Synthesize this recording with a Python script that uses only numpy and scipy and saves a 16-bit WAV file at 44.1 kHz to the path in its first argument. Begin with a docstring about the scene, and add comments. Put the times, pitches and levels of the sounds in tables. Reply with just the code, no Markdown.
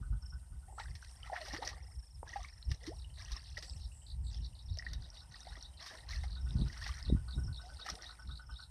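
"""Wading through a flooded field

Feet slosh in shallow water, mud sucks and smacks: swarms of ringing bubbles, single air pockets, noise bursts.
Wind buffets the microphone as low filtered noise with single pressure dips; field, air and insects are
shaped noise. Birds twitter, trill, cheep and pip as gliding tones with short diffuse tails."""
import sys
import numpy as np
from scipy import signal
from scipy.fft import rfft, irfft
from scipy.io import wavfile
from scipy.ndimage import uniform_filter1d, map_coordinates

SR = 44100
rng = np.random.default_rng(int(sys.argv[2]) if len(sys.argv) > 2 else 0)


def generate_wav(sig):
    """Save sig (samples, or channels by samples) to the path in sys.argv[1] as 16-bit PCM at SR."""
    pcm = np.round(np.clip(np.atleast_2d(sig).T, -1, 1) * 32767).astype(np.int16)
    wavfile.write(sys.argv[1], SR, pcm)


N = 383669
TIME = np.arange(N) / SR


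def from_db(db):
    """Amplitude factor of a level in dB."""
    return 10 ** (np.asarray(db) / 20)


def rms_one(x):
    """Scale to rms 1."""
    return x / np.sqrt(np.mean(x ** 2) + 1e-20)


def in_time(rows):
    """Each column of a curve, interpolated at every sample."""
    knot_s, *columns = np.transpose(rows)
    return [np.interp(TIME, knot_s, column) for column in columns]


def add(out, start_s, sound):
    """Mix a sound in at start_s."""
    at = int(np.clip(round(start_s * SR), 0, N))
    out[at:at + len(sound)] += sound[:N - at]


def colour(x, spectrum):
    """Causal (minimum-phase) filter with the given spectrum; rms 1."""
    size = 16384
    hz, db = np.transpose(spectrum)
    log_hz = np.log(np.maximum(np.fft.rfftfreq(size, 1 / SR), 1))
    below = np.maximum(np.log(hz[0]) - log_hz, 0)
    above = np.maximum(log_hz - np.log(hz[-1]), 0)
    level_db = np.interp(log_hz, np.log(hz), db) - 30 * (below + above)
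    # folding the cepstrum makes the phase minimum
    cepstrum = irfft(np.log(from_db(level_db)), size)
    cepstrum[1:size // 2] *= 2
    cepstrum[size // 2 + 1:] = 0
    response = irfft(np.exp(rfft(cepstrum)), size)
    return rms_one(signal.oaconvolve(x, response)[:N])


def noise(spectrum):
    """Random noise with the given spectrum; rms 1."""
    return colour(rng.standard_normal(N), spectrum)


def even(x, span_s):
    """Level held near rms 1 over a sliding span."""
    power = uniform_filter1d(x ** 2, max(int(span_s * SR), 2))
    return x / np.sqrt(np.abs(power) + 1e-6)


def drift(rate_hz):
    """Smooth chance through about rate_hz random knots a second; spread near 1."""
    knots = rng.standard_normal(4000)
    coarse = map_coordinates(knots, [TIME[::32] * rate_hz], order=3, mode="wrap")
    return coarse.repeat(32)[:N]


def glide(hz):
    """Sine following a frequency curve."""
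    return np.sin(2 * np.pi * np.cumsum(hz) / SR)


def bubble(start_hz, end_hz, length_s, attack=0.074, damping=3.75):
    """An air pocket rings and dies, its pitch moving as it nears the surface."""
    u = np.arange(int(2 * length_s * SR) + 2) / (length_s * SR)
    swell = np.sin(np.pi / 2 * np.minimum(u / attack, 1)) ** 2
    hz = start_hz * (end_hz / start_hz) ** np.minimum(u, 1.3)
    return glide(hz) * swell * np.exp(-damping * u * u)


def note(length_s, start_hz, middle_hz, end_hz, vary=0.013):
    """A bird's near-pure note bending through three pitches, all shifted by chance."""
    u = np.linspace(0, 1, int(length_s * SR))
    bend = np.polyfit([0, .5, 1], [start_hz, middle_hz, end_hz], 2)
    hz = np.polyval(bend, u) * (1 + vary * rng.standard_normal())
    return glide(hz) * np.sin(np.pi * u)


def scatter(x, t60_s, wet_db):
    """Adds a short diffuse tail of decaying noise."""
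    t = np.arange(SR // 2) / SR
    tail = rng.standard_normal(len(t)) * from_db(-60 * t / t60_s) * (t > .004)
    return x + from_db(wet_db) * signal.fftconvolve(x, tail / np.linalg.norm(tail))[:N]


# Light air between gusts. Each row: time in seconds, relative rumble level in dB.
BREEZE_CURVE = [(0.0, -45), (0.34, -53.5), (4.02, -52), (4.24, -46.5), (6.08, -58), (6.3, -45), (7.53, -48),
                (7.88, -59), (8.7, -53)]
# Gusts on the microphone. Each row: peak time in seconds, length in seconds (1/e width of power),
# relative rumble level in dB, turbulence against rumble in dB.
GUST_EVENTS = [(0.01, 0.033, -38, -11.5), (0.132, 0.056, -32.5, -17), (0.35, 0.066, -43, -20),
               (0.552, 0.061, -42, -17), (0.902, 0.089, -44.5, -13.5), (1.54, 0.064, -49, -6.5),
               (1.83, 0.11, -49, -22), (1.981, 0.034, -41.5, -25), (2.335, 0.054, -61, -33),
               (2.703, 0.05, -36.5, -5), (2.994, 0.16, -47.5, -16), (3.333, 0.054, -46.5, -14),
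               (3.522, 0.033, -47.5, -18), (3.74, 0.053, -44.5, -13), (3.863, 0.041, -43, -19),
               (4.218, .15, -39, -13.5), (4.41, 0.096, -39, -11.5), (4.723, 0.062, -37, -16.5),
               (4.928, 0.13, -44.5, -7.5), (5.529, 0.076, -47.5, -29), (6.204, .16, -38, -27),
               (6.458, 0.1, -36.5, -14), (6.605, 0.1, -33, 1.5), (6.908, 0.021, -38.5, -26),
               (7.126, 0.075, -29, -4), (7.385, 0.047, -36.5, -0.5), (7.455, 0.13, -37.5, -7),
               (7.934, 0.029, -48.5, 1.5), (8.301, 0.093, -44, -4), (8.526, 0.042, -43, -15)]


def gusting():
    """Levels of rumble and turbulence: bell-shaped gusts ride on a fluttering breeze."""
    breeze_db = in_time(BREEZE_CURVE)[0] - 0.5 + 3.5 * drift(12)
    rumble = from_db(breeze_db) ** 2
    rough = rumble * from_db(-16) ** 2
    for peak_s, length_s, db, rough_db in GUST_EVENTS:
        near = np.abs(TIME - peak_s) < 2 * length_s
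        power = from_db(db) ** 2 * np.exp(-(2 * (TIME[near] - peak_s) / length_s) ** 2)
        rumble[near] += power
        rough[near] += power * from_db(rough_db) ** 2
    return np.sqrt([rumble, rough])


# Spectrum of the wind's rumble. Each row: frequency in Hz, relative level in dB per Hz.
RUMBLE_SPECTRUM = [(22, -45.5), (32, -13.5), (45, -9.5), (58, -0.5), (75, -8.5), (110, -18.5), (150, -27),
                   (250, -48.5)]
# Spectrum of the wind's turbulence. Each row: frequency in Hz, relative level in dB per Hz.
TURBULENCE_SPECTRUM = [(80, -26), (130, 9), (190, -4), (260, -10.5), (360, -17.5), (500, -30.5), (900, -31)]
# Hardest eddies thumping the microphone. Each row: time in seconds, relative peak in dB, width in seconds.
BUFFET_EVENTS = [(2.684, -27.5, 0.0038), (2.715, -24.5, 0.0033), (3.323, -31.5, 0.0058),
                 (6.556, -24.5, 0.0018), (6.621, -23, 0.0015), (7.101, -27.5, 0.00065),
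                 (7.127, -17, 0.0012), (7.15, -22.5, 0.0014)]


def wind():
    """Lumpy low rumble, rougher turbulence in the gusts, and single pressure dips."""
    rumble, rough = gusting()
    out = from_db(0.56) * rumble * even(noise(RUMBLE_SPECTRUM), 0.0685)
    out += from_db(-6.0) * rough * even(noise(TURBULENCE_SPECTRUM), 0.073)
    for centre_s, db, width_s in BUFFET_EVENTS:
        u = np.arange(-4, 4, 1 / (width_s * SR))
        dip = (u * u - 1) * np.exp(-u * u / 2)
        add(out, centre_s - 4 * width_s, from_db(db - 1.5) * dip)
    return out


# Spectrum of the distant field. Each row: frequency in Hz, relative level in dB per Hz.
FIELD_SPECTRUM = [(150, 1), (420, -13), (680, -7), (930, -4), (1100, -13.5), (1500, -16), (2300, -20.5),
                  (3000, -15.5), (4200, -29), (5300, -12.5), (6600, -29)]
# Swell of the background. Each row: time in seconds, field change in dB, insect change in dB.
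BACKGROUND_SWELL = [(0, 2, -3), (1.2, 3.5, 3.5), (2.1, -1.5, -1), (3.0, 6, 0), (3.8, 3, 1),
                    (4.8, 5.5, -4.5), (6, 9, 0.5), (7.3, 9, 1.5), (8.7, 3, -1.5)]


def field():
    """Distant field: shaped noise, slowly swelling."""
    return from_db(-77.5 + in_time(BACKGROUND_SWELL)[0]) * noise(FIELD_SPECTRUM)


# Spectrum of the insect hiss. Each row: frequency in Hz, relative level in dB per Hz.
INSECT_SPECTRUM = [(5500, -19.5), (6800, -12), (7700, -9.5), (8700, 3.5), (9700, -11), (10500, -7.5),
                   (11800, -19.5), (14400, -27.5)]
# Bush cricket buzzes. Each row: start in seconds, length in seconds, relative level in dB.
BUZZ_EVENTS = [(0.0, .13, -81), (0.685, 0.2, -66.5), (3.593, 0.21, -65), (3.883, 0.23, -65),
               (4.214, 0.12, -66)]
# Spectrum of a buzz. Each row: frequency in Hz, relative level in dB per Hz.
BUZZ_SPECTRUM = [(6200, -73), (7100, -26), (7800, -12.5), (8300, -14), (9200, -45)]


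def insects():
    """A high hiss from all over the grass, pulsed by wing strokes, and a few nearer buzzes."""
    buzz = np.zeros(N)
    for start_s, length_s, db in BUZZ_EVENTS:
        add(buzz, start_s, from_db(db) * signal.windows.tukey(int(length_s * SR), .7))
    stroke_hz = 98 * (1 + 0.0505 * drift(13))
    strokes = from_db(1.3 * glide(stroke_hz))
    chorus_db = -72 + in_time(BACKGROUND_SWELL)[1] + 2.1 * drift(22) + 0.83 * drift(11)
    around = from_db(-11) * noise(INSECT_SPECTRUM) * np.array([[1], [-1]])  # opposite in the two ears
    chorus = from_db(chorus_db) * (strokes * noise(INSECT_SPECTRUM) + around)
    return chorus + buzz * strokes * noise(BUZZ_SPECTRUM)


# Spectrum of a thin airy hiss. Each row: frequency in Hz, relative level in dB per Hz.
AIR_SPECTRUM = [(2800, -46), (4500, -13), (7000, 0.5), (8700, -2), (11000, 8), (14400, -1.5)]


def air():
    """Thin steady hiss, independent noise in each ear."""
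    return from_db(-85.5) * np.array([noise(AIR_SPECTRUM), noise(AIR_SPECTRUM)])


def grains(per_s, low_hz, high_hz, cycles, spread_db, wash):
    """A swarm of small rising bubbles of random size over a smooth wash."""
    out = np.zeros(N)
    for when, pitch, size, rise in rng.random((int(per_s * N / SR), 4)):
        hz = low_hz * (high_hz / low_hz) ** pitch
        strength = from_db(spread_db * min(-np.log(1 - size), 3.5))
        length_s = cycles * (0.55 + 2.7 * rise) / hz
        add(out, when * N / SR, strength * bubble(hz, hz * (1 + 0.31 * rise), length_s))
    return rms_one(out) + wash * rng.standard_normal(N)


STROKE_ATTACK_S, STROKE_RELEASE_S = 0.031, 0.019
RUNOFF_DB, RUNOFF_S = -7.5, 0.12


def stroke(t, start_s, length_s):
    """A push builds quickly, holds, falls away and leaves water draining off the leg."""
    rise = np.clip((t - start_s) / STROKE_ATTACK_S + .5, 0, 1)
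    after_s = np.maximum(t - start_s - length_s, 0)
    release = np.exp(-after_s / STROKE_RELEASE_S)
    runoff = from_db(RUNOFF_DB) * np.exp(-after_s / RUNOFF_S)
    return rise * np.maximum(release, runoff)


# A leg pushes through the water. Each row: start in seconds, length in seconds, relative level in dB,
# spray against body in dB, gurgle against body in dB (both before the layer trims).
STROKE_EVENTS = [(0.68, 0.055, -79, -13, 27.5), (0.779, 0.038, -54.5, 0, -7), (1.016, 0.1, -68, 6, -6),
                 (1.156, 0.17, -69.5, -2, 5.5), (1.248, 0.037, -54, -4.5, -4), (1.328, 0.059, -49, -9, -17),
                 (1.402, 0.13, -57, 4.5, 5.5), (1.495, 0.076, -52, 3, 6.5), (1.618, 0.058, -51, -5, 9),
                 (2.264, 0.09, -57.5, 0, -0.5), (2.339, 0.15, -60.5, 2, -12), (2.698, 0.012, -65, 12, 9.5),
                 (2.817, 0.075, -64, 5.5, 9), (3.183, 0.2, -61, 6, -3), (3.35, .21, -76, 16, 4),
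                 (3.569, 0.014, -59.5, 13.5, 11.5), (3.61, .19, -74.5, 12, 9.5),
                 (4.314, 0.033, -69.5, 15.5, 6), (4.778, 0.18, -66.5, 0.5, 3),
                 (5.005, 0.065, -73.5, 13.5, 13), (5.123, 0.047, -70.5, 10.5, 4),
                 (5.31, 0.12, -68.5, 10.5, 4), (5.453, 0.13, -64.5, 4.5, 6.5), (5.801, .08, -56, 4.5, -12),
                 (5.899, 0.068, -54.5, -1, 5), (6.09, .065, -54, 6, -14), (6.462, 0.22, -73, 11.5, 4),
                 (6.666, 0.063, -55.5, 2, -17), (6.756, .15, -54, 2, -16), (6.909, 0.09, -57.5, 3.5, -27),
                 (7.615, 0.22, -73, 12.5, 14), (7.848, 0.056, -54.5, 4, 9), (7.923, .06, -73, -1, 18.5),
                 (8.007, 0.072, -57.5, 2, -1)]


def stirring():
    """Levels of body, spray and gurgle: all strokes add in power over a faint trickle."""
    t = TIME[::32]
    body, spray, gurgle = from_db(-86) ** 2, from_db(-80) ** 2, 0
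    for start_s, length_s, db, spray_db, gurgle_db in STROKE_EVENTS:
        power = (from_db(db) * stroke(t, start_s, length_s)) ** 2
        body = body + power
        spray = spray + power * from_db(spray_db) ** 2
        gurgle = gurgle + power * from_db(gurgle_db) ** 2
    return [np.interp(TIME, t, np.sqrt(power)) for power in (body, spray, gurgle)]


# Middle range of the water. Each row: frequency in Hz, relative level in dB per Hz.
SLOSH_SPECTRUM = [(450, -16), (850, -15.5), (1020, -8), (1270, -5.5), (1510, -8.5), (1900, 7.5), (2300, -7),
                  (2700, -10.5), (4000, -7.5)]
# Fine droplets. Each row: frequency in Hz, relative level in dB per Hz.
SPRAY_SPECTRUM = [(2000, -12.5), (3000, -10.5), (4300, -1), (5700, 3), (6400, -9), (7300, -20.5),
                  (8800, -14), (14000, -22)]
# Big air pockets. Each row: frequency in Hz, relative level in dB per Hz.
GURGLE_SPECTRUM = [(180, -6.5), (300, -15.5), (480, -8.5), (780, 2.5), (1000, -11), (1600, -18)]


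def wading():
    """Moving legs stir up gurgles, mid-sized bubbles and a fizz of droplets."""
    body_level, spray_level, gurgle_level = stirring()
    # gentle motion gives single drips, a hard push merges them
    wash = np.interp(20 * np.log10(body_level), [-66, -55], [.25, .85])
    bubbles = grains(per_s=750, low_hz=600, high_hz=3600, cycles=10, spread_db=4.8, wash=wash)
    droplets = grains(per_s=1100, low_hz=2400, high_hz=9000, cycles=11, spread_db=5.2, wash=wash)
    pockets = grains(per_s=260, low_hz=250, high_hz=1100, cycles=6, spread_db=3.5, wash=.7)
    drips = grains(per_s=55, low_hz=1100, high_hz=3000, cycles=14, spread_db=2.5, wash=0)
    slosh = from_db(-1.5) * even(colour(bubbles, SLOSH_SPECTRUM), 0.048)
    body = body_level * (slosh + from_db(-9) * colour(drips, SLOSH_SPECTRUM))
    spray = from_db(-4.0) * spray_level * even(colour(droplets, SPRAY_SPECTRUM), .05)
    gurgle = from_db(-10.0) * gurgle_level * even(colour(pockets, GURGLE_SPECTRUM), 0.075)
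    lumps = from_db(2.5 * drift(60))  # water breaks unevenly
    return lumps * (body + spray + gurgle)


# Far piping call. Each row: first pip in seconds, number of pips, relative level in dB.
PIPING_CALLS = [(0.019, 4, -60), (0.42, 3, -68.5), (4.91, 8, -65), (6.357, 9, -57.5), (7.274, 3, -52.5),
                (7.586, 11, -52.5)]
PIP_GAP_S, PIP_UNEVEN_DB = .1, 1.5


def piping():
    """Hoarse low pips, ten a second: a slightly rising tone with a shorter rasp of noise."""
    tone, rasp = np.zeros(N), np.zeros(N)
    for start_s, pips, db in PIPING_CALLS:
        for k in range(int(round(pips))):
            pip_s = start_s + k * PIP_GAP_S
            gain = from_db(db + PIP_UNEVEN_DB * rng.standard_normal())
            add(tone, pip_s, gain * note(0.029, 1376, 1483, 1526, vary=0.0082))
            add(rasp, pip_s, gain * np.hanning(int(0.022 * SR)))
    hoarse = noise([(850, -6), (1300, 6), (1600, -4.5), (2100, -38.0), (3100, -16), (3700, -28)])
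    return scatter(from_db(-4.0) * tone + from_db(-6) * rasp * hoarse, t60_s=0.17, wet_db=0.5)


# Thin high trill of a second bird. Each row: start in seconds, number of notes, relative level in dB.
TRILL_CALLS = [(0.214, 4, -54.5), (0.844, 5, -70), (1.04, 5, -59.5), (1.826, 9, -58), (2.488, 6, -56.5),
               (2.901, 3, -59.5), (3.471, 3, -58.5), (3.679, 5, -55), (4.366, 3, -56.5), (4.614, 4, -58.5),
               (5.137, 3, -59.5), (5.481, 4, -57.5), (6.404, 4, -56.5), (7.349, 4, -53), (7.565, 3, -56),
               (8.185, 4, -57), (8.414, 6, -57.5)]
TRILL_GAP_S, TRILL_JITTER_S, TRILL_NOTE_S = .039, 0.0015, 0.0245


def trill():
    """Quick series of thin, slightly hoarse falling notes; fast level flutter roughens them."""
    out = np.zeros(N)
    for start_s, notes, db in TRILL_CALLS:
        for k in range(int(round(notes))):
            loud, long, late = rng.standard_normal(3)
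            note_s = start_s + k * TRILL_GAP_S + TRILL_JITTER_S * late
            length_s = TRILL_NOTE_S * np.exp(0.16 * long)
            add(out, note_s, from_db(db - 3.0 + 2 * loud) * note(length_s, 5708, 5393, 4860, vary=.012))
    return scatter(out * from_db(3.1 * drift(400)), t60_s=0.23, wet_db=-10.0)


# Faint cheeps of far birds. Each row: start in seconds, relative level in dB, middle pitch in Hz.
CHEEP_EVENTS = [(0.245, -72, 3020), (3.096, -63, 3000), (3.914, -62, 2860), (4.015, -64.5, 2980),
                (4.526, -67, 2890), (5.734, -64.5, 3120), (7.61, -69, 2860), (8.401, -74, 3050),
                (8.508, -63, 3040)]


def cheeps():
    """Distance smears these short rising notes almost into noise."""
    out = np.zeros(N)
    for start_s, db, hz in CHEEP_EVENTS:
        add(out, start_s, from_db(db + 0.5) * note(0.014, 0.82 * hz, hz, 1.03 * hz))
    return scatter(out, t60_s=0.17, wet_db=-3)


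# Single air pockets ringing. Each row: start in seconds, relative level in dB, start pitch in Hz,
# pitch after one length in Hz, length in seconds.
PLOP_EVENTS = [(0.725, -46.5, 744, 900, 0.0072), (0.778, -39.5, 730, 1170, 0.018),
               (0.783, -35, 1220, 1600, 0.015), (0.798, -34, 790, 990, 0.014),
               (0.856, -42.5, 1480, 1810, 0.0083), (1.026, -39.5, 1490, 1550, 0.0056),
               (1.231, -36.5, 3000, 3080, 0.0055), (1.298, -33, 850, 750, 0.013),
               (1.318, -34, 655, 1040, 0.023), (1.327, -29, 605, 990, 0.024),
               (1.363, -27, 1550, 2160, 0.0065), (1.368, -41, 746, 638, 0.058),
               (1.404, -41, 664, 566, 0.042), (1.533, -36.5, 244, 410, 0.027),
               (1.585, -40.5, 413, 664, 0.028), (1.624, -30, 850, 925, 0.013),
               (2.229, -38.5, 456, 554, 0.006), (2.23, -31.5, 810, 960, 0.0048),
               (2.274, -44, 1600, 1800, 0.014), (2.358, -27, 789, 807, 0.022),
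               (2.391, -43.5, 680, 760, 0.021), (2.447, -35.5, 2000, 2520, 0.0055),
               (2.839, -44, 1910, 2010, .01), (3.045, -44.5, 2950, 2860, 0.0077),
               (2.873, -34.5, 262, 574, 0.046), (2.914, -41.5, 573, 1000, 0.027),
               (3.57, -31.5, 1900, 1960, 0.011), (4.774, -43.5, 590, 710, 0.0081),
               (4.794, -36, 1860, 2000, 0.012), (4.824, -35, 1800, 2030, 0.0053),
               (4.865, -28.5, 1810, 2000, 0.01), (5.343, -41.5, 1840, 1960, 0.01),
               (5.468, -39.5, 637, 960, 0.017), (5.554, -41.5, 1900, 1960, 0.0098),
               (6.133, -35, 2080, 1960, 0.0084), (6.239, -39, 745, 825, 0.0088),
               (6.864, -39.5, 764, 880, 0.0093), (6.865, -34.5, 1870, 1900, 0.007),
               (6.891, -35.5, 1110, 1200, 0.0077), (7.631, -49.5, 688, 820, 0.092),
               (7.865, -37, 1250, 1300, 0.0083), (7.881, -36, 1780, 1920, 0.013),
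               (7.887, -30.5, 1180, 1310, 0.0079), (7.968, -50, 636, 1000, 0.024)]
# Tiny bubbles snapping at the surface. Each row: start in seconds, relative level in dB, start pitch in Hz.
SNAP_EVENTS = [(1.675, -24, 5400), (2.291, -39.5, 5430), (2.431, -39, 5500), (2.627, -38.5, 3870),
               (3.249, -37.5, 5460), (3.697, -34, 4760), (4.346, -38.5, 4800), (4.7872, -26.5, 4990),
               (4.934, -35, 5300), (5.102, -39, 5170), (5.405, -39.5, 5500), (5.626, -34.5, 5240),
               (6.507, -37.5, 3520), (6.842, -38, 4400), (7.027, -33.5, 4800)]


def plops():
    """Large pockets of air open as a foot sinks in or pulls free; tiny ones snap."""
    out = np.zeros(N)
    for start_s, db, start_hz, end_hz, length_s in PLOP_EVENTS:
        add(out, start_s, from_db(db - 5.5) * bubble(start_hz, end_hz, length_s, attack=0.13, damping=2.0))
    for start_s, db, hz in SNAP_EVENTS:
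        add(out, start_s, from_db(db - 5.0) * bubble(hz, hz * 1.15, .003, attack=0.12, damping=1.45))
    return out


# Wet slaps and snapping mud films. Each row: start in seconds, relative level in dB, decay in seconds,
# dull part against bright part in dB (before the layer trims).
SMACK_EVENTS = [(0.796, -51.5, 0.01, 13), (0.951, -38.5, 0.01, -8.5), (1.046, -35, 0.0031, -10),
                (1.483, -31, 0.0046, -17), (1.533, -36.5, 0.0079, 1), (1.546, -34, 0.0036, 3),
                (1.563, -41, 0.0053, 8.5), (1.648, -33, 0.019, -19), (1.676, -23, 0.0019, 0),
                (1.688, -36, 0.015, -2), (2.714, -28, 0.0056, -7.5), (2.865, -34.5, 0.014, -9),
                (3.317, -31, 0.0088, -16), (3.575, -29.5, 0.0045, -6), (3.624, -34.5, 0.017, -10.5),
                (4.771, -34.5, 0.0036, -13), (4.932, -29.5, 0.0036, -11), (5.86, -37.5, 0.033, -8),
                (6.107, -37.5, 0.0081, -8), (6.137, -44, 0.0038, -8), (6.234, -40, 0.0093, -1),
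                (6.864, -35.5, 0.0084, -2.5), (6.876, -34.5, 0.013, -10), (7.862, -32, 0.0054, -5),
                (7.887, -31.5, 0.011, -10), (7.899, -20, 0.0033, -24), (7.953, -28, 0.0025, -18)]


def smacks():
    """Short bursts of spray with a duller slap of water beneath."""
    bright, dull = np.zeros(N), np.zeros(N)
    t = np.arange(SR // 10) / SR
    for start_s, db, decay_s, dull_db in SMACK_EVENTS:
        burst = from_db(db) * np.minimum(t / 0.0016, 1) * np.exp(-t / decay_s)
        add(bright, start_s, burst)
        add(dull, start_s, burst * from_db(dull_db))
    low_pass = signal.butter(1, 8000, fs=SR, output="sos")  # gently dulls the burst's top
    dulled = signal.sosfilt(low_pass, noise(SPRAY_SPECTRUM))
    slap = from_db(-7.5) * dull * even(noise(SLOSH_SPECTRUM), 0.0072)
    return from_db(-12) * bright * even(dulled, 0.0033) + slap


# Phrases of a twittering bird. 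Each row: start in seconds, relative level in dB, number of falling notes
# (rounded), delay of the rising slur in seconds.
TWITTER_PHRASES = [(2.963, -54, 4, 0.067), (3.134, -52.5, 4, 0.063), (3.439, -50.5, 4, 0.032),
                   (3.796, -51, 4, .038), (4.06, -46.5, 4, 0.035), (4.247, -49.5, 4, 0.021),
                   (4.409, -49, 4, .027), (4.55, -50.5, 4, 0.036), (4.667, -51, 6, .018),
                   (4.844, -49.5, 6, 0.086), (5.002, -52.5, 4, 0.034), (5.134, -49, 5, 0.031),
                   (5.303, -50.5, 4, 0.1), (5.446, -50, 4, 0.036), (5.611, -44, 4, 0.032),
                   (5.768, -46, 3, 0.11), (5.956, -51.5, 4, .25), (6.28, -46.5, 5, .087),
                   (6.562, -44, 4, .048), (6.8, -48, 3, 0.046), (7.041, -42.5, 3, 0.044),
                   (7.269, -44, 4, 0.059), (7.525, -43.5, 3, 0.045), (7.77, -42, 3, 0.044),
                   (8.026, -44.5, 6, 0.028), (8.269, -46, 7, 0.037), (8.521, -47, 7.7, 0.033)]
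# The slur joins in as the song warms up. Each row: time in seconds, slur against phrase level in dB.
SLUR_CURVE = [(4.1, -16), (4.8, -3.5), (6, -7.5), (8.5, -3)]


def twitter():
    """Runs of steep falling notes swell around a clean rising slur; a softer, higher voice follows."""
    runs, slurs = np.zeros(N), np.zeros(N)
    for start_s, db, notes, delay_s in TWITTER_PHRASES:
        slur_db = db + np.interp(start_s, *np.transpose(SLUR_CURVE))
        # the song settles lower and sharper as it goes on
        top_hz = np.interp(start_s, [4, 7], [5250, 4750])
        length_s = np.interp(start_s, [4, 7], [.012, .008])
        for k in range(int(round(notes))):
            late, loud = rng.standard_normal(2)
            after_s = k * 0.016 + 0.0038 * late
            swell_db = 1 - 8 * np.exp(-k / 2.65)  # a run starts softly
            if 0 < after_s - delay_s < .024 and slur_db > db - 8:
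                swell_db -= 8  # the run gives way while the slur is sung
            falling = note(length_s, top_hz, 4175, 3330, vary=0.0316)
            add(runs, start_s + after_s + 0.0024, from_db(db - 1 + swell_db + 2 * loud) * falling)
            upper = note(1.21 * length_s, top_hz + 450, 4920, 4650, vary=0.048)
            add(runs, start_s + after_s + 0.0059, from_db(db - 12.5 + swell_db) * upper)
        add(slurs, start_s + delay_s, from_db(slur_db) * note(0.0269, 3220, 3810, 3730, vary=0.0034))
    beak = signal.butter(1, [3500, 4600], "band", fs=SR, output="sos")
    far_runs = scatter(signal.sosfilt(beak, runs), t60_s=0.11, wet_db=-5.5)
    return far_runs + scatter(slurs, t60_s=0.2, wet_db=-10.5)


def treble_width(water):
    """Very faint, short treble noise tails of the water, independent in each ear."""
    treble = signal.sosfilt(signal.butter(2, 5000, "high", fs=SR, output="sos"), water)
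    tails = [scatter(treble, t60_s=0.038, wet_db=-5) - treble for ear in range(2)]
    return from_db(-32) * np.array(tails)


def scene():
    """Water, birds, wind and background summed in two ears."""
    water = scatter(wading() + plops() + smacks(), t60_s=0.12, wet_db=-12.0)
    birds = piping() + trill() + cheeps() + twitter()
    return water + treble_width(water) + birds + wind() + field() + insects() + air()


def record(dry):
    """The deepest rumble is rolled off and the top is cut steeply."""
    low_cut = signal.butter(2, 26, "high", fs=SR, output="sos")
    top_cut = signal.ellip(12, .1, 80, 14450, fs=SR, output="sos")
    return signal.sosfilt(top_cut, signal.sosfilt(low_cut, dry))


dry = scene()
out = record(dry)
generate_wav(out)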